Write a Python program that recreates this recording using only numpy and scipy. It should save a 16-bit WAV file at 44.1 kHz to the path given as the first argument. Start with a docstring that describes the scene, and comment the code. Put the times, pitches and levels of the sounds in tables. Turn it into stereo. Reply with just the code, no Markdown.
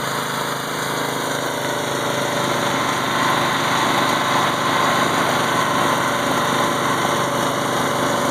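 """Two engines of a home-made drilling rig chug, beat, knock and hiss in a yard, with a few steel clinks.
A single-cylinder petrol engine drives the hydraulics at about 3200 rpm; a slower one is likely the mud pump's.
Exhausts are sums of firing harmonics; the pump casing is a bank of struck resonances.
Gas flow, clatter and hiss are coloured noise pulsed by exhaust puffs and valve ticks.
The microphone is carried from the front of the trailer towards the mast, which moves levels, colour and width."""
import sys
import numpy as np
from scipy import signal
from scipy.fft import rfft, irfft, next_fast_len
from scipy.io import wavfile

SR = 44100
rng = np.random.default_rng(int(sys.argv[2]) if len(sys.argv) > 2 else 0)


def generate_wav(signal):
    """Clip the signal to [-1, 1] and save it as 16-bit WAV at the path in sys.argv[1]."""
    frames = np.transpose(np.atleast_2d(signal))
    scaled = np.clip(frames, -1, 1) * 32767
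    pcm = np.round(scaled).astype(np.int16)
    wavfile.write(sys.argv[1], SR, pcm)


N = 366030
TIME = np.arange(N) / SR
PADDED = 2 * next_fast_len(N // 2 + 1)
FREQ = np.maximum(np.arange(PADDED // 2 + 1) * SR / PADDED, 1)

# governed speed of each engine: (time [s], rate [firings/s])
MAIN_SPEED = [(0, 26.84), (.5, 26.57), (1, 26.71), (1.5, 26.61), (2, 26.61), (2.4, 26.64), (2.9, 26.63),
              (3.4, 26.67), (3.9, 26.6), (4.4, 26.71), (5.4, 26.65), (6.3, 26.71), (6.8, 26.7),
              (7.3, 26.64), (7.8, 26.71), (8.3, 26.6)]
PUMP_SPEED = [(0, 22.97), (.5, 22.78), (1, 22.88), (1.5, 22.8), (2.4, 22.82), (2.9, 22.76), (3.4, 22.66),
              (3.9, 22.75), (4.4, 22.74), (4.9, 22.77), (5.4, 22.62), (5.9, 22.78), (6.3, 22.58),
              (6.8, 22.71), (7.3, 22.62), (7.8, 22.73), (8.3, 22.52)]
# main puff and weaker after-puffs of each main-engine firing: (share [cycle], level [dB])
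MAIN_PUFFS = [(.04, 0), (.37, -3), (.87, -9)]
# machinery loudness along the walk, greatest beside the engines: (time [s], level [dB])
NEARNESS = [(0.1, -26.5), (1.5, -27.5), (3.3, -20), (4.84, -20), (8.2, -24.5)]
# ringing of casing and frame along the walk: (time [s], level [dB])
RING_LEVEL = [(0.1, -33), (1.7, -34), (2.6, -28), (3.2, -24.5), (3.7, -25), (4.1, -24), (5, -24),
              (5.4, -25), (5.8, -24), (6.3, -26.5), (6.9, -24.5), (7.3, -26.5), (8.199, -27)]


def turning(speed, start_cycles):
    """Cycles run through by a governed engine that hunts a little ahead of and behind its speed."""
    hunt_cycles, hunts_per_s = 0.0025, 2.0
    return start_cycles + np.cumsum(in_time(speed)) / SR + hunt_cycles * drift(hunts_per_s)


def engine_tones(main, pump, place):
    """Harmonics of both mufflers, and those that the frame picks out by resonance."""
    # muffler harmonics from the 2nd up: (level at the front [dB], level by the mast [dB])
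    main_orders = [(-58, -55), (-57, -57), (-56, -56), (-37, -33.5), (-37.5, -35), (-41, -44), (-42, -42),
                   (-39.5, -32.5), (-34.5, -35.5), (-38.5, -39.5), (-54, -42), (-40, -37.5), (-44.5, -43.5),
                   (-43.5, -42.5), (-34.5, -41.5), (-41, -37.5), (-33, -44.5), (-36.5, -42), (-46, -44),
                   (-39.5, -35), (-33.5, -32.5), (-45, -47), (-50, -51), (-45, -41.5)]
    pump_orders = [(-70, -68), (-66, -60), (-61, -47), (-47, -39), (-48, -51.5), (-58, -57), (-61, -38.5),
                   (-54, -41), (-60, -48), (-64, -44), (-52, -34), (-68, -41), (-52, -40.5), (-48, -37.5),
                   (-49, -37.5), (-56, -41.5)]
    # one even level for the main engine's upper harmonics: (front [dB], mast [dB])
    upper_order = (-46.5, -49.5)
    upper_count = 7
    # frame resonances: (frequency [Hz], level far from the engines [dB], level beside them [dB])
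    main_rings = [(880, -43, -35.5), (907, -48, -44), (933, -38, -45), (987, -41, -42), (1013, -42, -46),
                  (1040, -62, -35), (1067, -51, -46), (1120, -57, -38), (1520, -59, -38)]
    pump_rings = [(907, -52, -34), (998, -47, -34.5), (1021, -56, -33), (1043, -50, -30.5),
                  (1066, -52, -36), (1090, -54, -37.5), (1520, -51, -40), (1933, -67, -41),
                  (2029, -44, -43), (2065, -53, -41), (3720, -52, -42.5), (3794, -55, -47)]
    # dull puff and after-puff of the pump engine: (share [cycle], level [dB])
    pump_puffs = [(.08, 0), (.34, -4)]
    main_scatter_rad, pump_scatter_rad, ring_waver_rad = 1.1, 1.3, .2

    main_hz, pump_hz = in_time(MAIN_SPEED).mean(), in_time(PUMP_SPEED).mean()
    near = zero_to_one(RING_LEVEL)
    main_muffler = muffler_tones([*main_orders, *[upper_order] * upper_count])
    pump_muffler = muffler_tones(pump_orders)
    tones = exhaust(main, main_hz, main_muffler, MAIN_PUFFS, place, main_scatter_rad,
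                    facing=0.82, uneven_db=0.6, waver_rad=0.19, left_lead_rad=1.0)
    tones += exhaust(pump, pump_hz, pump_muffler, pump_puffs, place, pump_scatter_rad,
                     facing=0, uneven_db=1.0, waver_rad=0.17, left_lead_rad=0.45)
    tones += exhaust(main, main_hz, frame_tones(main_rings, main_hz), MAIN_PUFFS, near, main_scatter_rad,
                     facing=0, uneven_db=0.5, waver_rad=ring_waver_rad, left_lead_rad=0.73)
    tones += exhaust(pump, pump_hz, frame_tones(pump_rings, pump_hz), pump_puffs, near, pump_scatter_rad,
                     facing=0, uneven_db=1.0, waver_rad=ring_waver_rad, left_lead_rad=0.81)
    return tones


def muffler_tones(orders):
    """Number the muffler harmonics: (multiple of the firing rate, front dB, mast dB)."""
    return [(k, *levels) for k, levels in enumerate(orders, 2)]


def frame_tones(rings, firing_hz):
    """The harmonic nearest each frame resonance: (multiple of the firing rate, far dB, near dB)."""
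    return [(round(hz / firing_hz), *levels) for hz, *levels in rings]


def exhaust(cycles, firing_hz, orders, puffs, blend, scatter_rad, facing, uneven_db, waver_rad, left_lead_rad):
    """Firing puffs as harmonics: the lows chug together, reflections scatter the phases of the highs."""
    # how squarely the muffler mouth faces the microphone: (time [s], bark level [dB])
    bark_level = [(0, -4), (.9, -2.5), (1.3, 2.5), (2.1, 4), (3, -0.5), (4.5, -1), (6.5, 0), (7.5, 2),
                  (8.3, 2.5)]
    bark_hz, bark_octaves = 530, .6
    can_hz, can_width_hz = 560, 200  # the muffler's own resonance
    after_puff_hz, scatter_hz = 420, 750  # after-puffs are dull, scatter is steep, above these

    out, bark_db = np.zeros((2, N)), in_time(bark_level)
    for order, start_db, end_db in orders:
        shift, apart = rng.standard_normal(2)
        hz = order * firing_hz
        in_bark = facing * np.exp(-(np.log2(hz / bark_hz) / bark_octaves) ** 2)
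        dulling = 1.5 + (hz / after_puff_hz) ** 2
        arrival = sum(from_db(db * dulling) * np.exp(-2j * np.pi * order * share) for share, db in puffs)
        can_lag = np.arctan((hz - can_hz) / (can_width_hz / 2))
        smear = scatter_rad * shift * (1 + (hz / scatter_hz) ** 4) * (1 - .4 * in_bark)
        bass_lag = 5 * np.log(order)  # lows leave the muffler later
        unsteady = waver_rad * np.sqrt(order / 20)  # low tones are the firmest
        fixed_phase = np.angle(arrival) - can_lag - bass_lag + smear
        phase = 2 * np.pi * order * cycles + fixed_phase + unsteady * drift(6.5)
        level_db = start_db + (end_db - start_db) * blend + in_bark * bark_db
        gain = np.sqrt(2) * from_db(level_db) * (1 + unsteady * drift(2.6))
        lead = (left_lead_rad + 0.37 * apart) / (1 + (order / 24) ** 2)
        out += gain * np.array([np.cos(phase + lead), np.cos(phase)])
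    # no two firings burn alike
    strength = np.interp(cycles, np.arange(240), rng.standard_normal(240))
    return out * from_db(uneven_db * strength)


def knocking(cycles):
    """Piston, gears and pump strike the resonant casing at the same points of every cycle."""
    # contacts counted from the firing: (share [cycle], level [dB])
    knocks = [(.07, 1), (.25, 0), (.38, 1.5), (.56, 0), (.72, 0), (.87, 0)]
    # casing and frame resonances: (frequency [Hz], width [Hz], level [dB])
    casing = [(911, 31, -12.5), (1010, 32, -5.5), (1049, 53, -1), (1094, 54, -1), (1148.5, 25, -2),
              (1372, 62, -11), (1530, 60, -8.5), (1880, 62, -11.5), (1977, 130, -8.5), (3813, 45, -20)]
    strikes = np.array([contacts(cycles, knocks, jitter_s=.00016, uneven_db=1.9) for _ in range(2)])
    drive = rms_one(strikes) + .5 * rng.standard_normal((2, N))
    rings = np.zeros((2, N))
    for k, (hz, width_hz, level_db) in enumerate(casing):
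        rings += (-1) ** k * from_db(level_db) * resonate(drive, hz, width_hz)
    return coloured(rings) * heard_at(-29, 1.3, RING_LEVEL)


def clatter_and_hiss(main, pump):
    """Rocker cover, fan shroud and cooling fins sound in their own ranges; pump rattle bunches the clatter."""
    # loose pump parts rattling in clumps: (share [cycle], level [dB])
    rattles = [(.08, -2), (.3, 0), (.38, -2), (.96, -3)]
    # noise colours: (frequency [Hz], density [dB per Hz])
    clatter_colour = [(600, -55), (950, -4), (1150, -3), (1260, -2), (1450, -1.5), (1720, -4.5), (2100, -1),
                      (2500, -2), (3100, -6), (3700, -5), (4200, -12.5), (5000, -17.5), (7000, -37)]
    hiss_colour = [(2000, -22), (3500, -3), (4800, -0.5), (5800, 0), (6600, -1), (7000, 2), (7800, -4),
                   (9000, -8), (11000, -26), (15000, -33)]
    sizzle_colour = [(5000, -46), (7500, 3), (9000, 2), (10000, 8.5), (12500, -3.5), (15000, -13),
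                     (16000, -0.5)]
    rattle_share = .45
    rattle = bursts(contacts(pump, rattles, jitter_s=.0004, uneven_db=1.0), decay_s=.0075)
    chop = np.sqrt((1 + rattle_share * rattle) / (1 + rattle_share))
    clatter = chop * valve_rush(main, clatter_colour, grit_db=1.0, tick_share=0.097)
    hiss = valve_rush(main, hiss_colour, grit_db=1.1, tick_share=1.0)
    sizzle = valve_rush(main, sizzle_colour, grit_db=3.0, tick_share=1.3)
    treble = hiss + from_db(-6.5) * sizzle
    return clatter * heard_at(-23.5, 0.86) + treble * heard_at(-31.5, 0.046)


def valve_rush(cycles, colour, grit_db, tick_share):
    """Gritty rush of valve gear and cooling air that jumps at each valve tick."""
    # contacts counted from the firing: (share [cycle], level [dB])
    valve_ticks = [(.02, 0), (.08, -1.5), (.34, -5), (.63, -1.5), (.81, -7)]
    ticks = bursts(contacts(cycles, valve_ticks, jitter_s=0.0001, uneven_db=3.5), decay_s=0.011)
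    return coloured(gritty_noise(grit_db) * np.sqrt(1 + tick_share * ticks), over_freq(colour))


def rumble(cycles):
    """Turbulent gas noise leaves the muffler, swelling at each puff and after-puff."""
    # noise colour: (frequency [Hz], density [dB per Hz])
    rumble_colour = [(25, -40), (60, -25), (110, -38), (200, -6), (330, -8), (480, -13), (600, -1),
                     (700, 2), (950, -5), (1150, -19.5), (1500, -19), (3000, -30)]
    puffs = bursts(contacts(cycles, MAIN_PUFFS, jitter_s=0.00047, uneven_db=5.0), decay_s=0.0038)
    flow = coloured(rng.standard_normal((2, N)) * np.sqrt(1 + 0.36 * puffs), over_freq(rumble_colour))
    return flow * heard_at(-26.5, 0.73)


def clinks():
    """Short hard taps of loose steel: decaying noise through one broad resonance."""
    # strikes: (time [s], level at the strike [dB])
    strikes = [(1.647, -10), (4.9874, -13), (5.3244, -18), (7.1484, -20)]
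    # noise colour: (frequency [Hz], density [dB per Hz])
    clink_colour = [(150, -30), (500, -2), (1200, 0), (4000, -6), (12000, -20)]
    decay_s = 0.0015
    envelope = np.zeros(N)
    for s, level_db in strikes:
        envelope += from_db(level_db) * (TIME >= s) * np.exp(-np.abs(TIME - s) / decay_s)
    noise = coloured(rng.standard_normal((2, N)), over_freq(clink_colour))
    return resonate(envelope * noise, hz=1400, width_hz=5000)


def microphone_pair(pair, place):
    """Mix two unrelated noises as mid and side, so left and right are alike or opposed by frequency."""
    hz, s, frames = signal.stft(pair, SR, nperseg=512)
    hz = hz[:, None]
    alike = channel_likeness(hz, s)
    colour = from_db(trailer_colour_db(hz, s, place))
    mid_side = frames * colour * np.sqrt([1 + alike, 1 - alike])
    mid, side = signal.istft(mid_side, SR)[1][:, :N]
    return np.array([mid + side, mid - side]) / np.sqrt(2)


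def channel_likeness(hz, s):
    """Left-right correlation: a table in the bass, above it a swing that opposes at multiples of one pitch."""
    # bass correlation: (frequency [Hz], likeness [-1..1])
    bass_likeness = [(50, .5), (300, 0.97), (700, 0.8), (1000, 0.89), (1300, 1), (1700, 0.44), (2050, 0.26)]
    # how fully the channels oppose: (frequency [Hz], far from the engines [0..1], beside them [0..1])
    swing_depth = [(2600, .94, .89), (5200, .98, .97), (7800, .98, .985), (13000, .98, .98)]
    # hollows that move as the microphone turns:
    # (time [s], upper frequency [Hz], upper depth [dB], lower depth [dB])
    hollows = [(0, 5400, 20, 6), (.85, 5380, 22, 14), (1.25, 5230, 18, 9), (1.55, 5050, 14, 5),
               (2.05, 4970, 15, 2), (2.35, 5100, 2, 0), (3.7, 5200, 3, 0), (4.6, 5200, 0, 0),
               (5, 5300, 8, 0), (5.4, 5200, 5, 0), (5.8, 5100, 14, 1), (6.6, 5120, 12, 3),
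               (7.4, 5020, 16, 7), (7.7, 5100, 3, 11), (8.3, 5170, 2, 10)]
    swing_hz, slide_reach_hz = 2582, 1500
    upper_width_hz, lower_width_hz = 270, 160

    at_s, *columns = np.transpose(hollows)
    upper_hz, upper_db, lower_db = [np.interp(s, at_s, column) for column in columns]
    slide_hz = (upper_hz - 2 * swing_hz) * np.exp(-((hz - 2 * swing_hz) / slide_reach_hz) ** 2)
    hollow_db = upper_db * np.exp(-((hz - upper_hz) / upper_width_hz) ** 4)
    hollow_db = hollow_db + lower_db * np.exp(-((hz - swing_hz) / lower_width_hz) ** 2)

    depth_hz, far_off, beside = np.transpose(swing_depth)
    near = np.interp(s, TIME, zero_to_one(NEARNESS))
    depth = np.interp(hz, depth_hz, far_off) * (1 - near) + np.interp(hz, depth_hz, beside) * near
    mid_power = 1 - depth * np.cos(2 * np.pi * (hz - slide_hz) / swing_hz)
    swing = mid_power * from_db(-hollow_db) ** 2 - 1
    bass = np.interp(hz, *np.transpose(bass_likeness))
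    return np.clip(np.where(hz < bass_likeness[-1][0], bass, swing), -1, .99)


def trailer_colour_db(hz, s, place):
    """Noise colour along the walk: one tilt fades out from the front, another comes in at the mast."""
    # colour at the trailer front, against beside the mast: (frequency [Hz], level [dB])
    front_colour = [(100, -1), (200, 1), (400, 1), (750, -6), (950, 0), (1450, 6.5), (2000, -1),
                    (2600, 2.5), (3500, 1), (4600, 0.5), (5800, -2.5), (8000, 1), (12500, 3.5), (14000, 9)]
    # colour under the mast: (frequency [Hz], level [dB])
    mast_colour = [(300, 4), (520, 0), (800, 0.5), (1050, 2.5), (1700, 0.5), (2050, -2), (2400, -0.5),
                   (2900, 3), (3700, -3.5), (5100, 1.5), (7000, 0), (9000, 2.5), (15000, 2)]
    # turn of the microphone to the mast: (time [s], turn [0..1])
    turn = [(4.3, 0.15), (5.6, 0.76), (7.6, 1)]
    front = 1 - np.interp(s, TIME, place)
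    turned = np.interp(s, *np.transpose(turn))
    front_db = np.interp(hz, *np.transpose(front_colour)) * front
    return front_db + np.interp(hz, *np.transpose(mast_colour)) * turned


def ground_bounce(x, place):
    """A delayed bounce off the ground combs the noise as the microphone moves."""
    lag_s, bounce = .0017 + .0006 * place + .00004 * drift(.7), .2
    delayed = np.array([np.interp(TIME - lag_s, TIME, side) for side in x])
    return (x + bounce * delayed) / np.hypot(1, bounce)


def bass_hollow(x):
    """Reflections reshape a narrow stretch of the bass, a different one at each spot of the walk."""
    # (time [s], centre [Hz], depth [dB, negative = boost])
    hollow = [(0, 300, 7), (.75, 295, 3), (1.15, 215, 0.5), (1.5, 190, 10), (2, 196, 3), (2.3, 260, 1.5),
              (2.7, 300, 1.5), (3, 390, 0), (3.5, 420, 0.5), (4.15, 480, -1), (4.7, 506, -3.5)]
    width_octaves = 0.24
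    hz, s, frames = signal.stft(x, SR, nperseg=4096)
    at_s, centre_hz, depth_db = np.transpose(hollow)
    octaves = np.log2(np.maximum(hz, 1)[:, None] / np.interp(s, at_s, centre_hz))
    loss_db = np.interp(s, at_s, depth_db) * np.exp(-(octaves / width_octaves) ** 2)
    return signal.istft(frames * from_db(-loss_db), SR)[1][:, :N]


def unsteady_level():
    """Gain of the whole sound: brief dips, falling fast and recovering more slowly, on a chance flutter."""
    # (time [s], length [s], depth [dB])
    dips = [(0.223, 0.053, 1), (0.52, 0.14, 1.5), (1.342, 0.48, 0.5), (2.68, 0.48, 1), (3.448, 0.22, 1.5),
            (4.17, 0.067, 2), (4.493, 0.13, 2.5), (5.05, 0.079, 1.5), (5.624, 0.12, 2.5),
            (5.946, 0.52, 1.2), (6.67, 0.15, 1.2), (7.234, 0.061, 3), (7.493, 0.18, 2)]
    fall_s, recover_s = 0.021, 0.085
    level_db = .38 * drift(4.3)
    for s, length_s, depth_db in dips:
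        fall = (TIME - s) / fall_s
        recover = 1 - (TIME - s - length_s) / recover_s
        level_db = level_db - depth_db * np.clip(np.minimum(fall, recover), 0, 1)
    return from_db(level_db)


def heard_at(level_db, follows, curve=NEARNESS):
    """Gain of a part: mean level in dB, plus `follows` dB for each dB of the walk curve."""
    curve_db = in_time(curve)
    return from_db(level_db + follows * (curve_db - curve_db.mean()))


def contacts(cycles, pattern, jitter_s, uneven_db):
    """One click per contact of each cycle, a little uneven in time and strength."""
    clicks, whole = np.zeros(N), np.arange(-1, 230)
    for share, level_db in pattern:
        late, strong = rng.standard_normal((2, len(whole)))
        at_s = np.interp(whole + share, cycles, TIME, left=-1, right=-1) + jitter_s * late
        at = (at_s * SR).astype(int)
        inside = (at >= 0) & (at < N)
        clicks[at[inside]] += from_db(level_db + uneven_db * strong[inside])
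    return clicks


def bursts(clicks, decay_s):
    """Power envelope in which each click opens a burst that dies away; mean one."""
    power = signal.lfilter([1], [1, -np.exp(-1 / (decay_s * SR))], clicks ** 2 + 1e-18)
    return power / power.mean()


def gritty_noise(grit_db):
    """Two noises whose shared level jumps by chance every 16 samples, like tiny uneven impacts."""
    grit = np.repeat(rng.standard_normal(N // 16 + 1), 16)[:N]
    return rng.standard_normal((2, N)) * from_db(grit_db * grit)


def coloured(pair, colour_db=0):
    """Filter a pair of signals by one spectrum in dB; rms one over both."""
    return rms_one(irfft(rfft(pair, PADDED) * from_db(colour_db))[:, :N])


def resonate(x, hz, width_hz):
    """One two-pole resonance with a gain of about one at its top."""
    r = np.exp(-np.pi * width_hz / SR)
    zeros = np.array([1, 0, -1]) * (1 - r * r) / 2
    return signal.lfilter(zeros, [1, -2 * r * np.cos(2 * np.pi * hz / SR), r * r], x)


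def drift(rate_hz):
    """Smooth chance of spread one that changes about `rate_hz` times a second."""
    step = 100  # samples between slow points
    r = np.exp(-2 * step * np.pi * rate_hz / SR)
    slow = signal.lfilter([1], [1, -2 * r, r * r], rng.standard_normal(N // step + 1002))[1000:]
    return np.interp(np.arange(N) / step, np.arange(len(slow)), rms_one(slow))


def from_db(db):
    """Decibels to gain."""
    return 10 ** (np.asarray(db) / 20)


def rms_one(x):
    """Scale to an rms of one."""
    return x / np.sqrt(np.mean(x ** 2) + 1e-20)


def in_time(rows):
    """A curve of (time [s], value) at every sample."""
    return np.interp(TIME, *np.transpose(rows))


def zero_to_one(rows):
    """A curve at every sample, from 0 at its lowest to 1 at its highest."""
    curve = in_time(rows)
    return (curve - curve.min()) / np.ptp(curve)


def over_freq(points):
    """A table of (frequency [Hz], value) at every bin, straight in log frequency."""
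    hz, value = np.transpose(points)
    return np.interp(np.log(FREQ), np.log(hz), value)


def scene():
    """Both engines at once along the walk; their bass leans to the right."""
    # (time [s], place [0 = front of the trailer, 1 = beside the mast])
    walk = [(0, 0.013), (1.1, 0.13), (1.9, 0.61), (2.6, 0.91), (3.2, 0.92), (5, 1), (8.3, 0.97)]
    # (frequency [Hz], left minus right [dB])
    balance = [(60, -10), (150, -9.5), (350, -9), (600, -12), (850, -4.5), (1050, -4), (1300, 0.5),
               (2000, 0.5), (3000, -0.5), (6000, 0.5), (10000, 2.5), (15000, 0.5)]
    main = turning(MAIN_SPEED, start_cycles=.074)
    pump = turning(PUMP_SPEED, start_cycles=-.595)
    place = np.clip(in_time(walk), 0, 1)
    tones = engine_tones(main, pump, place)
    noise = rumble(main) + knocking(pump) + clatter_and_hiss(main, pump) + clinks()
    heard_noise = ground_bounce(microphone_pair(noise, place), place)
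    mix = bass_hollow(tones + heard_noise) * unsteady_level()
    sides = from_db(over_freq(balance) * np.array([[1], [-1]]) / 2)
    sides = sides / np.sqrt(np.mean(sides ** 2, axis=0))  # keep the power of the pair
    return irfft(rfft(mix, PADDED) * sides)[:, :N]


def record(dry):
    """Cut the top steeply with an elliptic low-pass."""
    cutoff_hz = 15200
    return signal.sosfilt(signal.ellip(12, .2, 80, cutoff_hz, fs=SR, output="sos"), dry)


dry = scene()
out = record(dry)
generate_wav(out)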